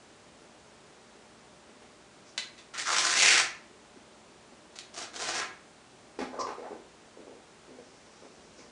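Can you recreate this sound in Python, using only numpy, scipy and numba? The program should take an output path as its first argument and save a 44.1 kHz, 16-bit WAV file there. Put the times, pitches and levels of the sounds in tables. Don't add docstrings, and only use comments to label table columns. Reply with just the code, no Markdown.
import sys
import numpy as np
from scipy import signal
from scipy.fft import rfft, irfft
from scipy.io import wavfile
from numba import njit

SR = 44100
rng = np.random.default_rng(int(sys.argv[2]) if len(sys.argv) > 2 else 0)


def to_wav(sig):
    pcm = np.clip(np.atleast_2d(sig), -1, 1) * 32767
    pcm = np.round(pcm).astype(np.int16)
    wavfile.write(sys.argv[1], SR, pcm.T)


N = 384111
T = np.arange(N) / SR

# pitch_hz, fade_s
ECHO_FADE = [(150, 0.43), (500, 0.43), (1000, 0.39), (2100, 0.43), (3600, 0.36), (9000, 0.27)]


def undb(db):
    return 10 ** (np.asarray(db) / 20)


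def unit(x):
    return x / np.sqrt(np.mean(x ** 2) + 1e-20)


def along(points, hz):
    pitches, values = np.transpose(points)
    return np.interp(np.log(hz + 1), np.log(pitches), values)


def response(points, size=2048):
    hz = np.arange(size // 2 + 1) * SR / size
    cepstrum = irfft(np.log(undb(along(points, hz))))
    cepstrum[1:size // 2] *= 2
    cepstrum[size // 2 + 1:] = 0
    click = irfft(np.exp(rfft(cepstrum)))
    return click / np.abs(click).max()


def ring(x, click):
    return signal.oaconvolve(x, click)[:len(x)]


def colour(x, points):
    return unit(ring(x, response(points)))


def add(out, start_s, x):
    i = max(int(start_s * SR), 0)
    out[i:i + len(x)] += x[:max(N - i, 0)]


def wander(rate_hz, size=4096):
    return unit(np.interp(T * rate_hz, np.arange(size), rng.standard_normal(size)))


def flip(x):
    return np.where(rng.random(N) < .5, x, -x)


def swell(t, rise_s):
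    return t / rise_s * np.exp(1 - t / rise_s)


def stroke(length_s, release_s, build_share=0.13):
    t = T[:int((length_s + 10 * release_s) * SR)]
    build = np.minimum(t / (build_share * length_s), 1)
    return build * np.exp(-np.maximum(t - length_s, 0) / release_s)


@njit
def resonance(x, hz, width):
    out = np.empty(len(x))
    band, low = 0., 0.
    for i in range(len(x)):
        tuning = np.tan(np.pi * hz[i] / SR)
        swing = (band + tuning * (x[i] - low)) / (1 + tuning * (tuning + width))
        band = 2 * swing - band
        low += 2 * tuning * swing
        out[i] = width * swing
    return out


def fibres(per_second, spread_db, catch_db):
    breaks = rng.random(N) < per_second / SR
    size_db = spread_db * np.minimum(rng.exponential(size=N), 4) + catch_db * wander(260)
    return flip(breaks * undb(size_db))


def air():
    # pitch_hz, level_db
    hiss_colour = [(15, -75), (25, -35.5), (48, -15), (195, -6), (221, -8), (257, -6.5), (384, -3.5),
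                   (458, -6.5), (603, -8.5), (651, -8.5), (737, -8), (1770, -14.5), (2280, -16),
                   (7590, -21.5), (10000, -27), (13000, -112), (22000, -120)]
    # pitch_hz, level_db
    hum_tones = [(59, -79.5), (226, -70), (377, -82), (598, -70), (7570, -89)]
    hiss = undb(-55.86) * colour(rng.standard_normal(N), hiss_colour)
    waver = undb(2 * wander(12))
    hum = np.zeros(N)
    for pitch_hz, level_db in hum_tones:
        cycles = np.cumsum(pitch_hz + 5 * wander(30)) / SR
        hum += undb(level_db) * unit(np.sin(2 * np.pi * cycles))
    return hiss + waver * hum


def echo_tail(size=32768):
    t, hz = T[:size], np.arange(size // 2 + 1) * SR / size
    spectrum = rfft(rng.standard_normal(size))
    edges_hz = [0, 200, 400, 800, 1600, 2800, 4500, 7000, SR / 2]
    tail = np.zeros(size)
    for low, high in zip(edges_hz, edges_hz[1:]):
        band = irfft(spectrum * ((hz >= low) & (hz < high)))
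        tail += band * undb(-60 * t / along(ECHO_FADE, (low + high) / 2))
    tail *= np.clip((t - .003) / 0.00076, 0, 1)
    return tail / np.sqrt(np.sum(tail ** 2))


def room(x, tail_db=-1.0, wall_db=-17.0, wall_s=.006, sway_hz=17, tails=3):
    # pitch_hz, level_db
    room_notes = [(254, 18), (481, 8.5), (819, -12), (1031, 14.5), (1248, 8), (1367, 9), (1636, 8),
                  (1843, 5.5), (1956, 8), (2241, 5), (2453, 9), (2591, 2.5), (2664, -3), (2875, 5),
                  (2984, 6.5), (3358, 4)]
    t = T[:SR // 2]
    echo = np.zeros(len(t))
    echo[0] = 1
    add(echo, wall_s, undb([wall_db]))
    for pitch_hz, level_db in room_notes:
        damping = np.log(1000) / along(ECHO_FADE, pitch_hz)
        note = np.exp(-damping * t) * np.cos(2 * np.pi * pitch_hz * t)
        echo += undb(level_db) * 2 * damping / SR * note
    out = ring(x, echo)
    for k in range(tails):
        share = (1 + np.cos(2 * np.pi * (sway_hz * T + k / tails))) / tails
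        out += undb(tail_db) * ring(x * np.sqrt(share), echo_tail())
    return out


def sliding():
    # start_s, length_s, level_db
    slides = [(2.255, 0.051, -58), (6.391, 0.025, -41), (7.695, 1., -66), (8.573, 0.043, -59)]
    # pitch_hz, level_db
    slide_colour = [(1000, -4), (3500, -14.5), (4800, -0.5), (5700, 1.5), (6600, -3.5), (7800, -9.5),
                    (10000, -30)]
    loudness = np.zeros(N)
    for start_s, length_s, level_db in slides:
        add(loudness, start_s, undb(level_db - 2.8) * stroke(length_s, release_s=0.01))
    return loudness * colour(fibres(5000, spread_db=1.8, catch_db=1.0), slide_colour)


def skin_squeaks(sag_share=0.15, waver_share=0.057):
    # start_s, length_s, pitch_hz, level_db
    squeaks = [(6.387, 0.023, 1089, -29), (6.431, 0.019, 1100, -30.5), (6.511, 0.015, 1187, -40)]
    out = np.zeros(N)
    waver = 1 + waver_share * wander(300)
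    for start_s, length_s, pitch_hz, level_db in squeaks:
        force = stroke(length_s, release_s=0.0071)
        hz = pitch_hz * (1 - sag_share * (1 - force)) * waver[int(start_s * SR):][:len(force)]
        tone = np.sqrt(2) * np.sin(2 * np.pi * np.cumsum(hz) / SR)
        add(out, start_s, undb(level_db - 8) * force * tone)
    return out * undb(wander(220))


def hand_touches(gap_s=.011, end_fade_db=11.5, scatter_db=1, scatter_octaves=0.21, repeats=7):
    # start_s, judder_s, level_db, pitch_hz, knock_db, scuff_db
    bumps = [(0.418, 0.01, -41.5, 398, -13, -13), (1.154, 0.013, -41, 385, -10, -22),
             (1.692, 0.02, -41, 388, -11, -15), (1.819, .015, -42, 393, -8, -12),
             (3.962, .02, -44, 387, -10, -15), (4.521, 0.0061, -44, 334, -9, -20),
             (6.188, 0.024, -22.5, 382, -8.5, -11.5), (6.212, 0.031, -27, 261, -2, -13.5),
             (6.331, 0.066, -32, 470, -3.5, -23), (6.39, 0.041, -25, 500, -11, -24),
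             (6.467, 0.05, -27, 446, -0.5, -12.5), (6.582, 0.043, -30.5, 440, -18, -24),
             (6.626, 0.054, -32, 590, -4, -25), (6.706, 0.041, -29, 410, -11.5, -28),
             (7.172, 0.062, -36, 450, -20, -25), (7.269, 0.087, -37, 433, -15, -37),
             (7.68, 0.082, -42, 415, -16, -20), (7.786, 0.017, -35, 480, -19, -24),
             (8.223, 0.045, -37.5, 463, -15, -22), (8.589, 0.025, -42, 460, -20, -8)]
    for start_s, judder_s, level_db, pitch_hz, knock_db, scuff_db in bumps:
        yield start_s, level_db, pitch_hz, knock_db, scuff_db
        delay_s = 0
        for gap_luck, level_luck, pitch_luck in rng.standard_normal((repeats, 3)):
            delay_s += gap_s * np.exp(0.253 * gap_luck)
            fade_db = end_fade_db * (delay_s / judder_s) ** 2
            if fade_db < 40:
                touch_db = level_db - fade_db + scatter_db * level_luck
                touch_hz = pitch_hz * 2 ** (scatter_octaves * pitch_luck)
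                yield start_s + delay_s, touch_db, touch_hz, knock_db, scuff_db


def hand_bumps(low_cut_hz=230):
    # pitch_hz, level_db
    knock_colour = [(100, -30), (300, -18), (600, 1), (820, 7.5), (1000, -1.5), (1200, -6), (1500, -5),
                    (3000, -40.5)]
    # pitch_hz, level_db
    scuff_colour = [(900, -6.5), (1600, -1), (2300, 0), (3200, -8), (5000, -6), (7500, -15), (10000, -22)]
    thuds, knocks, scuffs = np.zeros((3, N))
    t = T[:SR // 8]
    for start_s, level_db, pitch_hz, knock_db, scuff_db in hand_touches():
        push_s = 0.0015 * np.sqrt(450 / pitch_hz)
        add(thuds, start_s, undb(level_db - 5.5) * swell(t, push_s) * np.sin(2 * np.pi * pitch_hz * t))
        add(knocks, start_s, undb(level_db + knock_db - 9.5) * swell(t, rise_s=0.0037))
        add(scuffs, start_s, undb(level_db + scuff_db - 9) * swell(t, rise_s=0.0049))
    thuds = signal.sosfilt(signal.butter(4, low_cut_hz, "high", fs=SR, output="sos"), thuds)
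    knocks *= colour(rng.standard_normal(N), knock_colour)
    scuffs *= colour(rng.standard_normal(N), scuff_colour)
    return thuds + knocks + scuffs


def binding_snaps():
    # start_s, level_db, crackle_db, decay_s, low_cut_hz (higher for thin paper)
    snaps = [(2.3785, -13, -10, 0.009, 300), (2.579, -43, -0.5, 0.019, 800), (2.782, -33, -5, 0.02, 300),
             (2.994, -11.5, -24, 0.014, 300), (4.758, -34, -12, .01, 3000),
             (4.7886, -18.5, -14, 0.0056, 4000), (5.0039, -32, -16, .01, 2000),
             (5.136, -39, -11, 0.018, 300)]
    # pitch_hz, level_db
    snap_colour = [(100, -34), (400, -9), (1200, -4), (2000, 3), (2800, 1), (4200, 5), (5200, -2),
                   (6800, -0.5), (8200, -7.5), (10000, -15)]
    out, t = np.zeros(N), T[:SR // 5]
    crack = response(snap_colour)
    small_breaks = colour(fibres(1400, spread_db=2.1, catch_db=0.84), snap_colour)
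    for start_s, level_db, crackle_db, decay_s, low_cut_hz in snaps:
        crackle = small_breaks[int(start_s * SR):][:len(t)]
        snap = undb(crackle_db - 5.5) * crackle * np.exp(-t / decay_s)
        add(snap, 0, crack)
        low_cut = signal.butter(1, low_cut_hz, "high", fs=SR)
        add(out, start_s, undb(level_db) * signal.lfilter(*low_cut, snap))
    return out


def tear(pulls, breaks, release_s, flap_db, flap_width, sheet_db):
    # pitch_hz, level_db
    rasp_colour = [(100, -33), (300, -30.5), (700, -8), (1200, -17), (2500, -2.5), (3300, -2.5),
                   (4300, 0.5), (5300, 1), (6700, -0.5), (8000, -4.5), (10000, -15)]
    # pitch_hz, level_db
    sheet_colour = [(50, -28), (130, -5), (240, -16.5), (350, 7.5), (520, -2.5), (720, 8.5), (1000, -2),
                    (1500, 2.5), (4000, -29.5)]
    paper_gain, flap_gain = np.zeros((2, N))
    flap_hz = np.full(N, float(pulls[0][4]))
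    for start_s, length_s, level_db, swell_db, from_hz, to_hz, flap_boost_db in pulls:
        force = stroke(length_s, release_s)
        progress = np.minimum(T[:len(force)] / length_s, 1)
        force *= undb(level_db + swell_db * (progress - .5))
        add(paper_gain, start_s, force)
        add(flap_gain, start_s, force * undb(flap_boost_db + flap_db))
        flap_hz[int(start_s * SR):][:len(force)] = from_hz + (to_hz - from_hz) * progress
    flap = resonance(flip(breaks), flap_hz, flap_width)
    flap = unit(resonance(flap, flap_hz, flap_width))
    rasp = colour(breaks, rasp_colour)
    sheet = undb(sheet_db) * colour(flip(breaks), sheet_colour)
    return undb(-2.5) * (paper_gain * (rasp + sheet) + flap_gain * flap)


def scene():
    # start_s, length_s, level_db, swell_db, from_hz, to_hz, flap_boost_db
    wad_pulls = [(2.735, 0.037, -45.5, -3, 1460, 1600, 6), (2.774, 0.037, -33, 2, 1900, 1720, -5),
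                 (2.852, 0.088, -32, 2, 1460, 1060, 3.5), (2.945, 0.22, -28.5, -6, 1620, 1450, -2.5),
                 (3.16, 0.073, -25, 6.5, 2100, 2290, -4), (3.24, 0.16, -24, -3.5, 2430, 1820, 0.5)]
    leaf_pulls = [(4.755, 0.022, -50.5, -8, 1500, 1500, -11), (4.936, 0.018, -46, 4, 1500, 1500, -19),
                  (4.957, 0.08, -40, 2, 1500, 1400, -9.5), (5.132, 0.042, -43.5, 3, 1450, 1460, -8),
                  (5.185, 0.13, -36.5, -1, 1520, 1500, -4), (5.328, 0.069, -34.5, 2, 1540, 1640, -0.5),
                  (5.415, 0.024, -48.5, -8, 1580, 1490, 16.5)]
    wad_breaks = fibres(3500, spread_db=3.1, catch_db=2.3)
    wad = tear(wad_pulls, wad_breaks, release_s=0.013, flap_db=-2.94, flap_width=0.77, sheet_db=-15)
    leaf_breaks = fibres(3200, spread_db=3.7, catch_db=2.3)
    leaf = tear(leaf_pulls, leaf_breaks, release_s=0.01, flap_db=-2.5, flap_width=1.0, sheet_db=-5)
    hand = hand_bumps() + skin_squeaks() + sliding()
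    return (room(wad + leaf + binding_snaps() + hand) + air())[None]


def record(dry):
    top_hz = 10230
    return signal.sosfilt(signal.ellip(12, .2, 75, top_hz, fs=SR, output="sos"), dry)


dry = scene()
out = record(dry)
to_wav(out)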